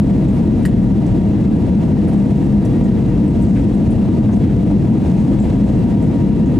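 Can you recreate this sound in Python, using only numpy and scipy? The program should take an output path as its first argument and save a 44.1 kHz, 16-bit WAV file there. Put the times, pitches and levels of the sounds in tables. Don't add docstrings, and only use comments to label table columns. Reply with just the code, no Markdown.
import sys
import numpy as np
from scipy import signal
from scipy.fft import rfft, irfft
from scipy.io import wavfile

SR = 44100
rng = np.random.default_rng(int(sys.argv[2]) if len(sys.argv) > 2 else 0)


def to_wav(s):
    ch = np.atleast_2d(s).T
    pcm = np.round(np.clip(ch, -1, 1) * 32767)
    wavfile.write(sys.argv[1], SR, pcm.astype(np.int16))


N = 290619
HZ = np.maximum(np.arange(N // 2 + 1) * SR / N, 1)
HALVES = np.array([[.5], [-.5]])


def from_db(db):
    return 10 ** (np.asarray(db) / 20)


def rms_one(x):
    return x / np.sqrt(np.mean(x ** 2) + 1e-20)


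def at_hz(points):
    hz, value = np.transpose(points)
    return np.interp(np.log(HZ), np.log(np.maximum(hz, 1)), value)


def over_time(points):
    return np.interp(np.arange(N) / SR, *np.transpose(points))


def drift(rate_hz):
    noise = rfft(rng.standard_normal(N))
    return rms_one(irfft(noise / (1 + (HZ / rate_hz) ** 2), N))


def diffuse(gain):
    # f/Hz, coherence
    likeness = [(25, 0.95), (60, 1), (125, 0.91), (300, 1), (450, 0.57), (740, 0.55), (1220, 0.7),
                (2010, 0.72), (3330, .66), (5490, 0.67), (7500, 0.99), (9070, 1), (15000, 1)]
    # f/Hz, level/dB
    balance = [(60, 2), (240, 1.5), (950, 1), (3770, 0), (15000, 0.9)]
    # f/Hz, phase/rad
    lead = [(25, 0.35), (100, .1), (250, 0.37), (430, 0.039), (690, 0.74), (1030, -0.53), (1290, 0.049),
            (4310, .4), (5770, 0)]
    mid, side = rfft(rng.standard_normal((2, N)))
    alike = np.clip(at_hz(likeness), 0, 1)
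    ports = from_db(HALVES * at_hz(balance)) * np.exp(1j * HALVES * at_hz(lead))
    field = np.sqrt(1 + alike) * mid + 2 * HALVES * np.sqrt(1 - alike) * side
    return rms_one(irfft(gain * ports * field, N))


def resonate(x, hz, width_hz):
    r = np.exp(-np.pi * width_hz / SR)
    zeros = np.array([1, 0, -1]) * (1 - r * r) / 2
    poles = [1, -2 * r * np.cos(2 * np.pi * hz / SR), r * r]
    return signal.lfilter(zeros, poles, x)


def add(out, start_s, sound):
    at = round(start_s * SR)
    out[..., at:at + sound.shape[-1]] += sound[..., :N - at]


def rumble():
    # f/Hz, relative density/dB
    spectrum = [(12, -56.5), (22, -28.5), (33, -25), (50, -7.5), (65, -10), (100, -7), (135, -5), (160, -7),
                (200, -1.5), (240, -8.5), (300, -10), (430, -24.5), (580, -43), (990, -110)]
    rms_db = -9.5
    return from_db(rms_db) * diffuse(from_db(at_hz(spectrum)))


def air_roar():
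    # f/Hz, relative density/dB
    spectrum = [(240, -18.5), (420, -0.5), (510, 1), (570, -2), (720, -5), (941, -11.5), (1080, -19),
                (1500, -22.5), (2300, -24.5), (2850, -27), (5000, -34), (9300, -40), (12000, -48.5),
                (15400, -58)]
    # t/s, rms level/dB
    levels = [(0, -28), (1.2, -29), (2.4, -28), (3.6, -29), (5.6, -27.5), (6.59, -29)]
    level_db = over_time(levels) + .25 * drift(9)
    return from_db(level_db) * diffuse(from_db(at_hz(spectrum)))


def wall_panels():
    # f/Hz, half-width at -6 dB/Hz, rms level before wander/dB
    modes = [(201.6, 12.6, -20.5), (220.4, 9, -26), (252.3, 9, -28), (299.2, 9, -29.5), (332.4, 14, -32.5),
             (472.3, 16.7, -34), (631, 6.3, -42.5), (681.6, 6.3, -42), (956, 35, -48.5), (1186, 100, -53),
             (1675, 35, -59), (1877, 71, -60.5), (2010, 100, -57), (2690, 150, -57.5), (3355, 30, -64.5),
             (3935, 200, -62)]
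    out = 0
    for hz, half_width_hz, db in modes:
        band = diffuse(1 / (1 + ((HZ - hz) / half_width_hz) ** 2))
        out = out + from_db(db + 1.3 * drift(2.3)) * band
    return out


def latch():
    # t/s, metal peak/dB, body peak/dB, metal scrape decay/s, body scrape decay/s (1 ms floor)
    contacts = [(0.626, -40, -46, .012, .009), (0.6522, -27, -17, .002, .001),
                (0.6548, -23, -40, .005, .004), (0.66, -27, -23.5, .01, .007),
                (0.688, -45, -52, .005, .005), (0.712, -62, -39, .012, .014)]
    # f/Hz, width/Hz, relative rms level/dB
    metal_modes = [(7170, 300, -5), (7590, 400, -10), (8500, 300, -3), (9150, 400, -6), (12100, 500, -22),
                   (13200, 540, -22), (15300, 500, -18), (3600, 5000, -1), (9000, 5000, -6)]
    # f/Hz, width/Hz, relative rms level/dB
    body_modes = [(1540, 140, -7), (1700, 120, -4), (1850, 100, 0), (2550, 300, -15), (2900, 300, -12),
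                  (3400, 1500, -12)]
    click, attack_s = 3.5, 0.00097
    out, t = np.zeros(N), np.arange(6000) / SR
    for start_s, metal_db, body_db, metal_s, body_s in contacts:
        for modes, db, decay_s in ((metal_modes, metal_db, metal_s), (body_modes, body_db, body_s)):
            envelope = np.minimum(t / attack_s, 1) * np.exp(-t / max(decay_s, .001))
            scrape = rng.standard_normal(len(t)) * envelope
            scrape[0] = click
            rings = 0
            for hz, width_hz, mode_db in modes:
                ring = resonate(resonate(scrape, hz, width_hz), hz, 3 * width_hz)
                rings = rings + from_db(mode_db) * rms_one(ring)
            add(out, start_s, from_db(db) * rings / np.abs(rings).max())
    return out


def knocks_and_flickers():
    # t/s, peak before pan/dB, f/Hz, width per resonance/Hz, left over right/dB
    puffs = [(2.069, -36, 1400, 1100, 9), (2.422, -38, 1620, 500, 5), (2.521, -34, 1860, 300, 1),
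             (2.687, -41, 2200, 300, 3), (2.732, -39, 1890, 300, 1), (3.555, -28.5, 1700, 1300, 6),
             (4.076, -34, 900, 700, 3), (4.284, -23, 670, 300, 3), (4.287, -25.5, 970, 200, 1),
             (4.286, -32, 1550, 600, 3), (4.435, -28.5, 1500, 2000, -1), (4.49, -34, 1630, 600, 2)]
    attack_s, decay_s = .005, 0.026
    out, t = np.zeros((2, N)), np.arange(4000) / SR
    envelope = np.minimum(t / attack_s, 1) * np.exp(-t / decay_s)
    for start_s, db, hz, width_hz, pan_db in puffs:
        noise = rng.standard_normal(len(t)) + .5 * rng.standard_normal((2, len(t)))
        band = resonate(resonate(noise * envelope, hz, width_hz), hz, width_hz)
        add(out, start_s, from_db(db + HALVES * pan_db) * band / np.abs(band).max())
    return out


def jingles():
    # t/s, nominal peak/dB, f/Hz, width per resonance/Hz, attack/s (0.5 ms floor), decay/s (2 ms floor)
    flurries = [(0.2808, -44, 6750, 3500, .002, .015), (0.325, -49, 9500, 4000, 0.0092, .03),
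                (1.06, -41.5, 6500, 4000, 0.0022, .02), (2.077, -42, 9000, 4500, 0.0061, .014),
                (2.1345, -40, 9000, 2000, .001, .002), (2.168, -47, 7840, 2500, .008, .023),
                (2.434, -45, 7790, 5000, .002, .02), (2.6497, -37, 8800, 6000, .001, 0.018),
                (2.651, -38, 5800, 600, .002, .006), (2.8355, -41.5, 7200, 4020, .002, .02),
                (3.275, -43, 8240, 2500, .002, .025), (3.412, -39, 8100, 4500, 0.011, 0.016),
                (3.7434, -44, 8650, 2000, .002, .018), (3.905, -42, 8800, 2200, .002, .023),
                (4.316, -50, 9500, 3500, .002, .03), (4.323, -41, 6200, 700, .002, .012),
                (4.339, -47, 7500, 4000, .002, .015), (4.358, -47, 8950, 3500, .002, .03),
                (4.378, -50, 9000, 3000, .002, .015), (5.397, -39, 7400, 1200, .002, .022),
                (5.424, -42, 7400, 1500, .002, .018), (6.023, -44.5, 7700, 4000, .002, 0.021),
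                (6.457, -42, 6600, 1800, .002, .015)]
    grain_db, grain_hz = 3.0, 350
    crest = 3.2
    out, t = np.zeros(N), np.arange(6000) / SR
    grain = from_db(grain_db * drift(grain_hz))
    for start_s, db, hz, width_hz, attack_s, decay_s in flurries:
        rise = np.minimum(t / max(attack_s, .0005), 1)
        fall = np.exp(-np.maximum(t - attack_s, 0) / max(decay_s, .002))
        flurry = rng.standard_normal(len(t)) * rise * fall
        flurry *= np.roll(grain, -round(start_s * SR))[:len(t)]
        band = resonate(resonate(flurry, hz, width_hz), hz, width_hz)
        ratios = from_db(rng.normal(0, 1.0, 2))
        band += 0.6 * sum(resonate(band, hz * ratio, 320) for ratio in ratios)
        strong = band[:round((abs(attack_s) + max(decay_s, .002)) * SR)]
        add(out, start_s, from_db(db) * band / (crest * strong.std()))
    return out


def cabin(x):
    t60_s, tail_db = .05, -13
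    t = np.arange(SR // 4) / SR
    shared, own = rng.standard_normal(len(t)), rng.standard_normal((2, len(t)))
    tail = (shared + 0.4 * own) * from_db(-60 * t / t60_s)
    tail *= from_db(tail_db) / np.sqrt(np.sum(tail ** 2, axis=1, keepdims=True))
    return x + signal.fftconvolve(x[None], tail, axes=1)[:, :N]


def fan():
    # multiple of the blade tone, rms level before roughness/dB
    partials = [(1, -47), (2, -62.5), (3, -66), (4, -68.5)]
    blade_hz, waver = 941.0, 0.0002
    turn = 2 * np.pi * np.cumsum(blade_hz * (1 + waver * drift(3.38))) / SR
    out = np.zeros(N)
    for k, db in partials:
        level_db = db + 1.8 * drift(3) + 1.8 * drift(30)
        out += np.sqrt(2) * from_db(level_db) * np.sin(k * turn)
    return out


def fan_swell():
    # t/s, rms level/dB
    swell = [(0, -66), (2.1, -64), (2.35, -58.5), (2.8, -57), (3.15, -57), (3.5, -64), (5.6, -64),
             (6.1, -58), (6.59, -60)]
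    centre_hz, half_width_hz, throb_db = 1885, 100, 3.5
    level_db = over_time(swell) + throb_db * drift(11)
    return from_db(level_db) * diffuse(1 / (1 + ((HZ - centre_hz) / half_width_hz) ** 2))


def rustle():
    # middle t/s, level at the middle before clumping/dB
    movements = [(2.4, -55.5), (3.5, -53.5), (4.4, -62), (5.2, -55.5), (5.7, -56.5)]
    fade_db_s = 37.5
    t = np.arange(N) / SR
    swells = sum(from_db(db - fade_db_s * np.abs(t - middle_s)) for middle_s, db in movements)
    friction = diffuse(1 / (1 + ((HZ - 6000) / 3500) ** 4))
    return swells * from_db(2.0 * drift(14)) * friction


def scene():
    near_left_db = 0.7
    near = from_db(near_left_db * HALVES) * cabin(latch() + jingles())
    drone = rumble() + wall_panels() + air_roar()
    return drone + near + knocks_and_flickers() + fan() + fan_swell() + rustle()


def record(dry):
    limit_db, release_db_s, share, attack_s = -8, 195.5, 0.69, .001
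    stop_hz = 15750
    level_db = 20 * np.log10(np.abs(dry).max(axis=0) + 1e-9)
    fall_db = release_db_s * np.arange(N) / SR
    held_db = np.maximum.accumulate(level_db + fall_db) - fall_db
    excess_db = np.maximum(held_db - limit_db, 0)
    r = np.exp(-1 / (attack_s * SR))
    cut_db = signal.lfilter([(1 - r) ** 2], [1, -2 * r, r * r], share * excess_db)
    ahead = round(2 * attack_s * SR)
    cut_db = np.concatenate([cut_db[ahead:], np.full(ahead, cut_db[-1])])
    low_pass = signal.cheby2(24, 60, stop_hz, fs=SR, output="sos")
    return signal.sosfilt(low_pass, dry * from_db(-cut_db))


dry = scene()
out = record(dry)
to_wav(out)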